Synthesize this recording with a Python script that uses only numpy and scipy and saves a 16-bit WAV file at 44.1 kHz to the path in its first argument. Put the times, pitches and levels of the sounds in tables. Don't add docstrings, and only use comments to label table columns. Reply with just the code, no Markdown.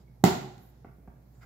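import sys
import numpy as np
from scipy import signal
from scipy.io import wavfile
from scipy.ndimage import uniform_filter1d

SR = 44100
rng = np.random.default_rng(int(sys.argv[2]) if len(sys.argv) > 2 else 0)


def int16_out(signal):
    q = np.round(np.clip(np.atleast_2d(signal).T, -1, 1) * 32767)
    wavfile.write(sys.argv[1], SR, q.astype(np.int16))


def invert_db(x):
    u = np.asarray(x, float) / 20
    return 10 ** u


N = 63945
FLOOR_PAN_DB, ROOM_PAN_DB = -2.5, -2.5
LEAD = 200
KNOCK_N = SR // 8


def unit(x):
    return x / np.sqrt(np.mean(x ** 2))


def pan(db):
    return invert_db(np.array([[db], [-db]]) / 2)


def band(x, hz, width_hz):
    return signal.lfilter(*signal.iirpeak(hz, hz / width_hz, SR), x)


def steep_band(x, hz, width_hz):
    return band(band(x, hz, width_hz), hz, width_hz)


def pair(alike):
    alike = np.clip(alike, 0, 1)
    mid, side = rng.standard_normal((2, N))
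    return np.sqrt((1 + alike) / 2) * mid + np.sqrt((1 - alike) / 2) * side * np.array([[1], [-1]])


def walk(rate_hz):
    k = int(SR / rate_hz)
    steps = np.repeat(rng.standard_normal(N // k + 1), k)
    return unit(uniform_filter1d(uniform_filter1d(steps, k), k)[:N])


def fade(t, t60):
    return (t >= 0) * np.exp(-np.log(1000) * np.maximum(t, 0) / t60)


def sine(t, hz, phase=0):
    return np.sin(2 * np.pi * hz * t + phase)


def octaves(hz, table, col):
    table = np.array(table)
    return np.interp(np.log(hz), np.log(table[:, 0]), table[:, col])


def pushed(body, contact_ms):
    push = np.exp(-.5 * (np.arange(-LEAD, LEAD) / SR / (contact_ms / 4000)) ** 2)
    return signal.fftconvolve(body, push[None] / push.sum())[:, :body.shape[1]]


# pitch_hz, level_db
HOUSE_COLOUR = [(150, 0), (500, -13), (800, -16), (1200, -29), (2100, -28), (2700, -40), (5000, -34),
                (8500, -38), (13000, -32)]


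def house_noise():
    air = 0
    for hz in 170 * 2 ** (np.arange(20) / 3):
        noise = steep_band(pair(np.exp(-(hz / 450) ** 2)), hz, hz / 3)
        level_db = octaves(hz, HOUSE_COLOUR, 1) + 1.5 * walk(8)
        air = air + invert_db(level_db) * np.sqrt(hz) * unit(noise)
    return invert_db(-62.5) * unit(air) * pan(FLOOR_PAN_DB)


# pitch_hz, level_db, then wobble_db (first row) or width_hz (the others)
FRIDGE = [
    (59, -57, 1.5),
    (121, -58, 22),
    (140, -63, 25),
]
# start_s, level_db, third_of_t60_s
FIRST_THUD = (.0, -54, .04)


def fridge_and_bump(t):
    hum = sum(invert_db(db) * unit(steep_band(pair(1.0), hz, width_hz)) for hz, db, width_hz in FRIDGE[1:])
    hz, db, wobble_db = FRIDGE[0]
    hum = hum + invert_db(db + wobble_db * walk(7)) * np.sqrt(2) * sine(t, hz, .5 * walk(6))
    start_s, db, t60 = FIRST_THUD
    bump = invert_db(db) * fade(t - start_s, t60 * 3) * unit(steep_band(pair(.9), 140, 200))
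    return (hum + bump) * pan(-3)


# start_s, rise_s, hold_s, fall_s, level_db
RUBS = [
    (.53, .1, .05, .10, -68),
    (1.31, .05, .05, .03, -72),
    (1.398, .024, .012, .06, -55),
    (.578, .002, .002, .005, -57.5),
    (-.01, .01, .015, .06, -71),
    (.04, .04, .04, .1, -79),
]
# pitch_hz, width_hz, level_db
RUB_TONES = [
    [(13900, 500, 0), (12300, 2600, 1)],
    [(7000, 1200, 0), (5000, 1500, -4), (1400, 600, 0)],
    [(700, 200, -4), (1400, 380, 0), (1950, 200, -5), (3600, 500, -15), (4900, 500, -12), (7300, 800, -13),
     (13000, 5000, -15)],
    [(1700, 900, 0), (4500, 1500, 0), (6500, 1500, -2)],
    [(900, 500, 2), (3700, 900, -2), (4900, 700, 0), (6800, 1500, -1)],
    [(2180, 120, 0)],
]


def rubs(t):
    out = 0
    for (start_s, rise_s, hold_s, fall_s, db), tones in zip(RUBS, RUB_TONES):
        shape = np.interp(t, np.cumsum([start_s, rise_s, hold_s, fall_s]), [0, 1, 1, 0]) ** 2
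        grit = pair(.2) * invert_db(2.5 * walk(120))
        tone = sum(invert_db(g) * unit(steep_band(grit, hz, 1.5 * width_hz)) for hz, width_hz, g in tones)
        out = out + invert_db(db) * shape * unit(tone)
    return out * pan(FLOOR_PAN_DB)


# middle_s, level_db, width_ms
GIVE = (0.2385, -18, 0.67)


def give(t):
    middle_s, db, width_ms = GIVE
    u = (t - middle_s) / (width_ms / 1000)
    return invert_db(db) * u * np.exp(.5 - .5 * u ** 2) * pan(ROOM_PAN_DB)


# pitch_hz, level_db, t60_s, left_right_db
TUB = [(133.4, -10.5, 0.086, 8), (194, 0.5, 0.03, 7), (269, -9, 0.025, -9), (369.3, -4, 0.066, -4),
       (640, -19, 0.059, -6), (764, 4, 0.024, -1), (828, -16, 0.065, -9), (1069, -19.5, 0.088, 9.5),
       (1397, -5, 0.013, -12), (1900, -10, 0.0141, 12), (2025, -11, 0.041, 3.5), (2420, -46.5, 0.013, 1)]


def tub_body(u):
    body = sum(invert_db(db) * pan(p) * fade(u, t60) * sine(u, hz, 0.9) for hz, db, t60, p in TUB) / 3
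    return signal.sosfilt(signal.butter(2, 100, "high", fs=SR, output="sos"), body)


# pitch_hz, width_hz, level_db
RIM = [(1885, 930, -3.5), (4000, 2300, 5), (5820, 1800, 1.5), (7200, 1000, 7.5), (10830, 9970, 4),
       (12800, 6000, 7.5)]


def rim(x):
    return sum((-1) ** k * invert_db(db) * band(x, hz, width_hz) for k, (hz, width_hz, db) in enumerate(RIM))


# start_s, boom_db, crack_db, left_right_db, contact_ms
HITS = [
    (0.2397, -15, -19.5, -12, 1.0),
    (0.2400, -1.5, -17.5, -7.5, 0.65),
    (0.2429, -33.5, -27, -6.5, 0.76),
]
SNAP_S = HITS[1][0]


def hits(t):
    out, around = np.zeros((2, N)), np.zeros(N)
    u = t[:KNOCK_N]
    body = tub_body(u)
    for start_s, boom_db, crack_db, pan_db, contact_ms in HITS:
        boom = invert_db(boom_db) * pushed(body, contact_ms)
        grit = rng.standard_normal((2, len(u)))
        crack = rim(grit * fade(u - u[LEAD], np.log(1000) * .002))
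        i = int(start_s * SR) - LEAD
        out[:, i:i + len(u)] += pan(pan_db) * (boom + invert_db(crack_db) * crack)
        around[i:i + len(u)] += boom.mean(0)
    click = 1. * (np.arange(N) == int(SNAP_S * SR))
    return out, around + invert_db(-2) * rim(click)


# pitch_hz, level_db, t60_s
PANELS = [
    (2008, -23.5, .03),
    (4265, -32, 0.024),
    (13530, -28.5, 0.02),
]


def panels(t):
    u = t - SNAP_S
    return pan(ROOM_PAN_DB) * sum(invert_db(db) * fade(u, t60) * sine(u, hz) for hz, db, t60 in PANELS)


# pitch_hz, level_db, left_right_likeness (0 to 1)
ROOM = [(78, -10.5, .97), (188.3, 0, 0.96), (390, -2, 0.66), (530, -6, .3), (788, -2.5, .05),
        (2800, 10.5, .02), (9000, 6.5, 0.016), (15220, 3, .02)]
# pitch_hz, t60_s
ROOM_T60 = [(80, .45), (180, .43), (350, .44), (800, .47), (2000, .47), (4500, .45), (8000, .39),
            (13000, .27)]


def room(dry, t):
    echo = 0
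    for hz in 60 * 2 ** (np.arange(17) / 2):
        t60 = octaves(hz, ROOM_T60, 1)
        dying = fade(t, t60) + invert_db(-25) * fade(t, 2.6 * t60)
        noise = band(pair(octaves(hz, ROOM, 2)), hz, hz / 2.8)
        echo = echo + invert_db(octaves(hz, ROOM, 1)) * noise * dying
    rise_s = 0.0072
    echo = echo * (1 - np.exp(-(t / rise_s) ** 2)) / np.sqrt(SR * 0.052)
    return invert_db(1) * pan(ROOM_PAN_DB) * signal.fftconvolve(dry, echo, axes=1)[:, :N]


# pitch_hz, level_db, t60_s
RINGS = [(110.1, -33, .4), (135.7, -32.5, 0.77), (178.3, -21, 0.31), (205.8, -26.5, .42),
         (257.8, -31, 0.46), (378.6, -23.5, 0.29), (404.8, -34.5, 0.46), (436.6, -30, 0.38),
         (716.4, -43, .7), (782, -35, 0.27), (857, -28.5, .42), (954.4, -33, 0.34), (1073, -39, .38)]


def rings(t):
    u = t - SNAP_S
    out = 0
    for hz, db, t60 in RINGS:
        phase = rng.uniform(0, 2 * np.pi) + rng.standard_normal((2, 1)) * hz / 600
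        out = out + invert_db(db) * fade(u, t60) * sine(u, hz, phase)
    swell = 1 - np.exp(-np.maximum(u, 0) / 0.0029)
    return pan(ROOM_PAN_DB) * swell * out


# start_s, level_db, contact_ms
TAPS = [(0.581, -49, .4), (0.596, -47, 1.5), (0.786, -49, 1.5), (0.8466, -41, .35), (0.8481, -43, .5),
        (0.8508, -36, .7), (0.8715, -44, 1.5), (0.985, -41, 1.6), (1.0763, -44, .45), (1.0806, -39, .7),
        (1.0818, -38, 1.2), (1.139, -45, 1.2)]
# pitch_hz, level_db, t60_s
WALL = [(150, 1, .03), (245, 1, .02), (420, 0, .018), (640, 0, .015), (820, -2, .015), (1120, -3, .015),
        (1450, -3, .013), (2150, -5, .01)]


def taps(t):
    out, u = np.zeros(N), t[:KNOCK_N]
    for start_s, db, contact_ms in TAPS:
        grip = 1 + .08 * rng.standard_normal(len(WALL))
        wall = -sum(invert_db(g) * fade(u, t60) * sine(u, hz * k) for (hz, g, t60), k in zip(WALL, grip)) / 2
        i = int(start_s * SR) - LEAD
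        out[i:i + len(u)] += invert_db(db) * pushed(wall[None], contact_ms)[0]
    return out


def scene():
    t = np.arange(N) / SR
    lid, around = hits(t)
    knocks = taps(t)
    background = house_noise() + fridge_and_bump(t) + rubs(t)
    direct = give(t) + lid + panels(t) + knocks * pan(-2.5)
    echoes = room((around + invert_db(-1.5) * knocks)[None], t) + rings(t)
    return background + direct + echoes


def band_limit(x):
    return signal.sosfilt(signal.butter(12, 17060, fs=SR, output="sos"), x)


def record(dry):
    x = dry - .45 * band(dry, 9000, 3000)
    x = signal.sosfilt(signal.butter(4, 48, "high", fs=SR, output="sos"), x)
    x = np.tanh(.8 * x) / .8
    x = signal.sosfilt(signal.ellip(8, .3, 32, 15750, fs=SR, output="sos"), x)
    return band_limit(x)


dry = scene()
out = record(dry)
int16_out(out)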